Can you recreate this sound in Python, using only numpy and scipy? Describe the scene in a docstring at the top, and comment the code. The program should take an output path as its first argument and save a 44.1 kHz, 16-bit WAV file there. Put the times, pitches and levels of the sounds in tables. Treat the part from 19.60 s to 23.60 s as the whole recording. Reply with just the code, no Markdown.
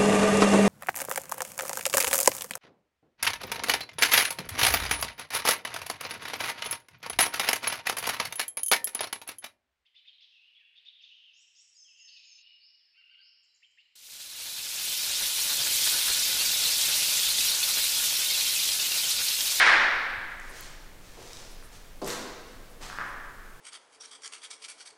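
"""A drained indoor swimming pool in a derelict, tiled hall, with a low rumble and a thin hiss throughout.
A loud clap, struck just before the start, rings away as reverberation. After a soft, low bump, someone
steps slowly over the gritty floor: heels thump by impact, soles scuff by friction, grit cracks and
clothes rustle faintly. Something hollow knocks further off, once weakly midway, then in a quick cluster
near the end. Steps and knocks echo in the hall, whose treble dies first."""
import sys
import numpy as np
from scipy import signal
from scipy.fft import rfft, irfft, next_fast_len
from scipy.io import wavfile

SR = 44100
rng = np.random.default_rng(int(sys.argv[2]) if len(sys.argv) > 2 else 0)


def master_out(mix):
    """Clip the mix to full scale and print it as 16-bit PCM to the path in sys.argv[1]."""
    frames = np.transpose(np.atleast_2d(mix))
    ceiling = np.clip(frames, -1, 1)
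    pcm = np.round(ceiling * 32767).astype(np.int16)
    wavfile.write(sys.argv[1], SR, pcm)


N = 176400
LEAD_S = 1 / 6  # the time line begins this early, to hold the clap

# spectrum of the still air: freq_hz, relative_db
AIR_SPECTRUM = [(12, -3.5), (27, -3.5), (40, -10), (60, -18.5), (100, -17), (200, -22.5), (500, -24),
                (1000, -32), (2000, -31.5), (4000, -37), (8000, -38.5), (15500, -42)]
# reverberation time of the hall: freq_hz, t60_s
REVERB_TIMES = [(100, 1), (300, 1.87), (700, 1.77), (1400, 1.6351), (2000, 1.6), (2800, 1.43),
                (4000, 1.3452), (5500, 1.14), (8000, 0.7), (14000, 0.6)]
# single hard reflections: delay_s, gain_db
REFLECTIONS = [(0.019, -11), (0.117, -23), (.153, -26)]
# swishes of clothing: start_s, length_s, level_db
CLOTH_RUSTLES = [(0.883, .04, -54), (1.889, 0.075, -60.5), (2.012, 0.085, -59.5), (3.09, 0.045, -61.5),
                 (3.452, 0.065, -62)]
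# small dry clicks nearby: start_s, level_db, pitch_hz
NEAR_CLICKS = [(.7996, -28, 7500), (.976, -35, 12500), (1.0058, -31, 12000), (1.009, -19.5, 11900),
               (1.7325, -32, 11100)]
# grit cracking underfoot: start_s, level_db, pitch_hz
GRIT_TICKS = [(.9637, -40, 4500), (1.466, -39, 4500), (1.6756, -27, 4740), (1.7325, -20, 5440),
              (1.7705, -22.5, 4840), (1.819, -27, 5200), (2.4449, -18.5, 5900), (2.4642, -21, 9000),
              (2.476, -16, 12000), (2.503, -11, 4600), (2.512, -15.5, 7500)]
# knocks further off: start_s, level_db
FAR_KNOCKS = [(2.026, -25), (3.30, -13), (3.329, -12), (3.376, -13.5), (3.3866, -3.5), (3.402, -13.5),
              (3.413, -7.5), (3.420, -10.5)]
# resonance of the hollow object: freq_hz, relative_db
KNOCK_SPECTRUM = [(150, -14), (400, -15), (750, -9), (1200, 0.5), (1700, 2), (2100, -8.5), (2800, -18),
                  (4500, -31), (8000, -52), (15000, -52)]
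# soles dragging: start_s, attack_s, hold_s, release_s, level_db, tilt_db_per_octave
SOLE_SCUFFS = [(0.771, 0.058, .06, .03, -59.5, 1), (0.886, 0.076, 0.092, 0.043, -50.5, 0),
               (1.392, 0.054, 0.18, 0.054, -58.5, -1.5), (1.57, 0.052, 0.1, 0.032, -54.5, 0.1),
               (1.72, 0.026, 0.071, 0.073, -54.5, -0.5), (2.113, .02, 0.03, 0.023, -54, -0.5),
               (2.436, 0.046, 0.049, 0.031, -41.5, 0.5), (2.848, 0.023, 0.056, .06, -64, 0),
               (3.202, 0.022, 0.028, 0.066, -44.5, -1.8)]
# spectrum of sliding on grit: freq_hz, relative_db
SCUFF_SPECTRUM = [(150, -7), (400, -8), (800, -1), (1800, -2.5), (2800, -2.5), (4300, -2), (6200, -2),
                  (8500, -6), (12000, -15), (15500, -21)]
# the sole slapping down after the heel: start_s, level_db, decay_s
SOLE_SLAPS = [(2.472, -7.5, 0.031), (2.502, -8.5, 0.036)]
# spectrum of a slap: freq_hz, relative_db
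SLAP_SPECTRUM = [(100, -3), (300, 5), (700, 7.5), (1200, 9.5), (1900, 7.5), (2800, -2.5), (4500, -15),
                 (8000, -2), (15000, -26)]
# heels striking the floor: start_s, level_db, decay_s
HEEL_THUMPS = [(.90, -24.5, 0.056), (1.570, -18, 0.074), (2.417, -3, 0.047), (3.205, -24.5, .02)]
# spectrum of a thump: freq_hz, relative_db
HEEL_SPECTRUM = [(50, -38), (110, -10), (220, -4.5), (330, -2.5), (450, -1.5), (600, -3.5), (850, -12),
                 (1200, -14), (2000, -30), (5000, -27), (15000, -48)]
# spectrum of the clap: freq_hz, relative_db
CLAP_SPECTRUM = [(120, -40), (250, -25.5), (450, -19.5), (800, -10), (1200, -5.5), (1650, 2), (2150, -1),
                 (2800, -10), (3800, -12), (5500, -19), (7700, -28), (9300, -28.5), (11500, -44),
                 (15500, -59)]


def undb(db):
    """Amplitude ratio of a level in decibels."""
    return 10 ** (np.asarray(db) / 20)

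def clock():
    """Time in seconds, negative during the lead-in."""
    return np.arange(-int(LEAD_S * SR), N) / SR

def unit(x):
    """Normalisation to an rms of 1."""
    return x / np.sqrt(np.mean(x ** 2))

def energy(x, db):
    """Normalisation to a total energy in decibels."""
    return x * undb(db) / np.linalg.norm(x)

def place(sounds):
    """Superposition of (start_s, sound) pairs on the time line."""
    out = np.zeros(len(clock()))
    for start_s, x in sounds:
        i = max(int((start_s + LEAD_S) * SR), 0)
        out[i:i + len(x)] += x[:len(out) - i]
    return out

def ring(spectrum, tilt_db=0):
    """Minimum-phase impulse response of unit energy for a spectrum, tilted by tilt_db per octave."""
    size = 4096
    hz = np.arange(size // 2 + 1) * SR / size
    points_hz, points_db = np.array(spectrum).T
    db = np.interp(np.log(hz + 1), np.log(points_hz), points_db)
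    db += tilt_db * np.log2(np.maximum(hz, points_hz[0]))
    cepstrum = irfft(np.log(undb(db)))
    cepstrum[1:size // 2] *= 2  # folding onto positive time makes the response causal
    cepstrum[size // 2 + 1:] = 0
    return energy(irfft(np.exp(rfft(cepstrum))), 0)

def colour(x, spectrum, tilt_db=0):
    """Source and filter: convolution imposes a spectrum on an excitation."""
    return signal.fftconvolve(x, ring(spectrum, tilt_db))[:len(x)]

def band(x, hz, width_oct):
    """Band-pass filter, Gaussian in log frequency."""
    size = next_fast_len(len(x))
    bin_hz = np.arange(size // 2 + 1) * SR / size + 1
    bell = np.exp(-(np.log2(bin_hz / hz) / width_oct) ** 2 / 2)
    return irfft(rfft(x, size) * bell, size)[:len(x)]

def contact(decay_s):
    """A rough contact force: noise under an exponential decay."""
    age = np.arange(SR // 5) / SR
    return rng.standard_normal(len(age)) * np.exp(-age / decay_s)

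def grains(count, per_s=5500, spread_db=1.5):
    """Shot noise: dense, independent tiny cracks of uneven size."""
    sizes = undb(spread_db * np.minimum(rng.exponential(size=count), 4))
    pulses = rng.standard_normal(count) * (rng.random(count) < per_s / SR)
    return unit(pulses * sizes)

def background():
    """Steady noise: the broadband hiss of still air over a deep, narrow-band rumble."""
    count = len(clock())
    air = colour(rng.standard_normal(count), AIR_SPECTRUM)
    rumble = unit(band(rng.standard_normal(count), hz=23, width_oct=0.18))
    return undb(-49) * air + undb(-50) * rumble

def hall(build_s=0.0071, ripple_db=0.47, ripples_per_s=150):
    """Reverberation: a diffuse tail decays exponentially in each band, with a few discrete echoes."""
    t = np.arange(2 ** 16) / SR
    spectrum = rfft(rng.standard_normal(len(t)))
    octave = np.log2(np.arange(len(spectrum)) * SR / len(t) + 1)
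    centres = np.log2([hz for hz, _ in REVERB_TIMES])
    tail = 0
    for (_, t60_s), share in zip(REVERB_TIMES, np.eye(len(centres))):
        band_noise = irfft(spectrum * np.interp(octave, centres, share))
        tail += band_noise * np.exp(-np.log(1000) * t / t60_s)
    build_up = 1 - np.exp(-t / build_s)
    ripple = np.interp(t * ripples_per_s, np.arange(len(t)), rng.standard_normal(len(t)))
    response = energy(tail * build_up * undb(ripple_db * ripple), 0)
    for delay_s, db in REFLECTIONS:
        response[int(delay_s * SR)] += undb(db)
    return response

def bump(peak_s=0.583, width_s=0.01, pitch_hz=88):
    """A soft jolt: a Gaussian envelope confines a low tone to a few cycles."""
    t = clock()
    envelope = np.exp(-((t - peak_s) / width_s) ** 2)
    return undb(-44) * envelope * np.sin(2 * np.pi * pitch_hz * t)

def rustles():
    """Friction of cloth: a thin, high band of shot noise swells and fades."""
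    t, sounds = np.arange(SR // 5) / SR, []
    for start_s, length_s, db in CLOTH_RUSTLES:
        swell = np.sin(np.pi * np.minimum(t / length_s, 1))
        swish = unit(band(grains(len(t)), hz=9500, width_oct=0.28))
        sounds.append((start_s, undb(db) * swell * swish))
    return place(sounds)

def cracks(rows, decay_s, width_oct):
    """Transients: each tiny snap is a brief burst with its energy in a band around its own pitch."""
    margin, sounds = 64, []  # samples of room for the filter to spread the burst
    for start_s, db, pitch_hz in rows:
        snap = band(np.pad(contact(decay_s), margin), pitch_hz, width_oct)
        sounds.append((start_s - margin / SR, energy(snap, db)))
    return place(sounds)

def knocks():
    """Impulse response: hard taps excite the resonance of something hollow, such as a loose board."""
    return place((start_s, undb(db) * ring(KNOCK_SPECTRUM)) for start_s, db in FAR_KNOCKS)

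def scuffs():
    """Sliding friction: a sole drags over grit, and the grains swell, hold and fade with its pressure."""
    t, sounds = np.arange(SR // 2) / SR, []
    for start_s, attack_s, hold_s, release_s, db, tilt_db in SOLE_SCUFFS:
        release = np.exp(-np.maximum(t - attack_s - hold_s, 0) / release_s)
        pressure = np.minimum(t / attack_s, 1) * release
        scrape = colour(grains(len(t)) * pressure, SCUFF_SPECTRUM, tilt_db)
        sounds.append((start_s, undb(db) * scrape))
    return place(sounds)

def footfalls(rows, spectrum):
    """Impact: the short contact of heel or sole is filtered by the response of what is struck."""
    return place((start_s, energy(colour(contact(decay_s), spectrum), db))
                 for start_s, db, decay_s in rows)

def clap(start_s=-0.05, return_delay_s=0.105):
    """An impulse and its reflection: the far wall returns the sharp crack weaker and duller."""
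    crack = ring(CLAP_SPECTRUM)
    reflection = undb(-4) * ring(CLAP_SPECTRUM, tilt_db=-2)
    return undb(20) * place([(start_s, crack), (start_s + return_delay_s, reflection)])

def scene():
    """Direct and reverberant fields add; the clap is heard only as reverberation, near sounds only dry."""
    grit = cracks(GRIT_TICKS, decay_s=0.0011, width_oct=0.48)
    heels = footfalls(HEEL_THUMPS, HEEL_SPECTRUM)
    slaps = footfalls(SOLE_SLAPS, SLAP_SPECTRUM)
    sources = [(heels, 2.5), (slaps, -3.5), (scuffs(), 1), (grit, 0), (knocks(), -3)]
    direct = sum(x * undb(direct_db) for x, direct_db in sources)
    excitation = clap() + sum(x for x, _ in sources)
    reverberant = signal.fftconvolve(excitation, hall())[:len(direct)]
    near = bump() + rustles() + cracks(NEAR_CLICKS, decay_s=0.00022, width_oct=0.38)
    return (direct + reverberant + near + background())[None, -N:]

def record(dry, cutoff_hz=15750):
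    """Band limiting: a steep low-pass filter removes the highest treble."""
    return signal.sosfilt(signal.ellip(10, .2, 70, cutoff_hz, fs=SR, output="sos"), dry)


dry = scene()
out = record(dry)
master_out(out)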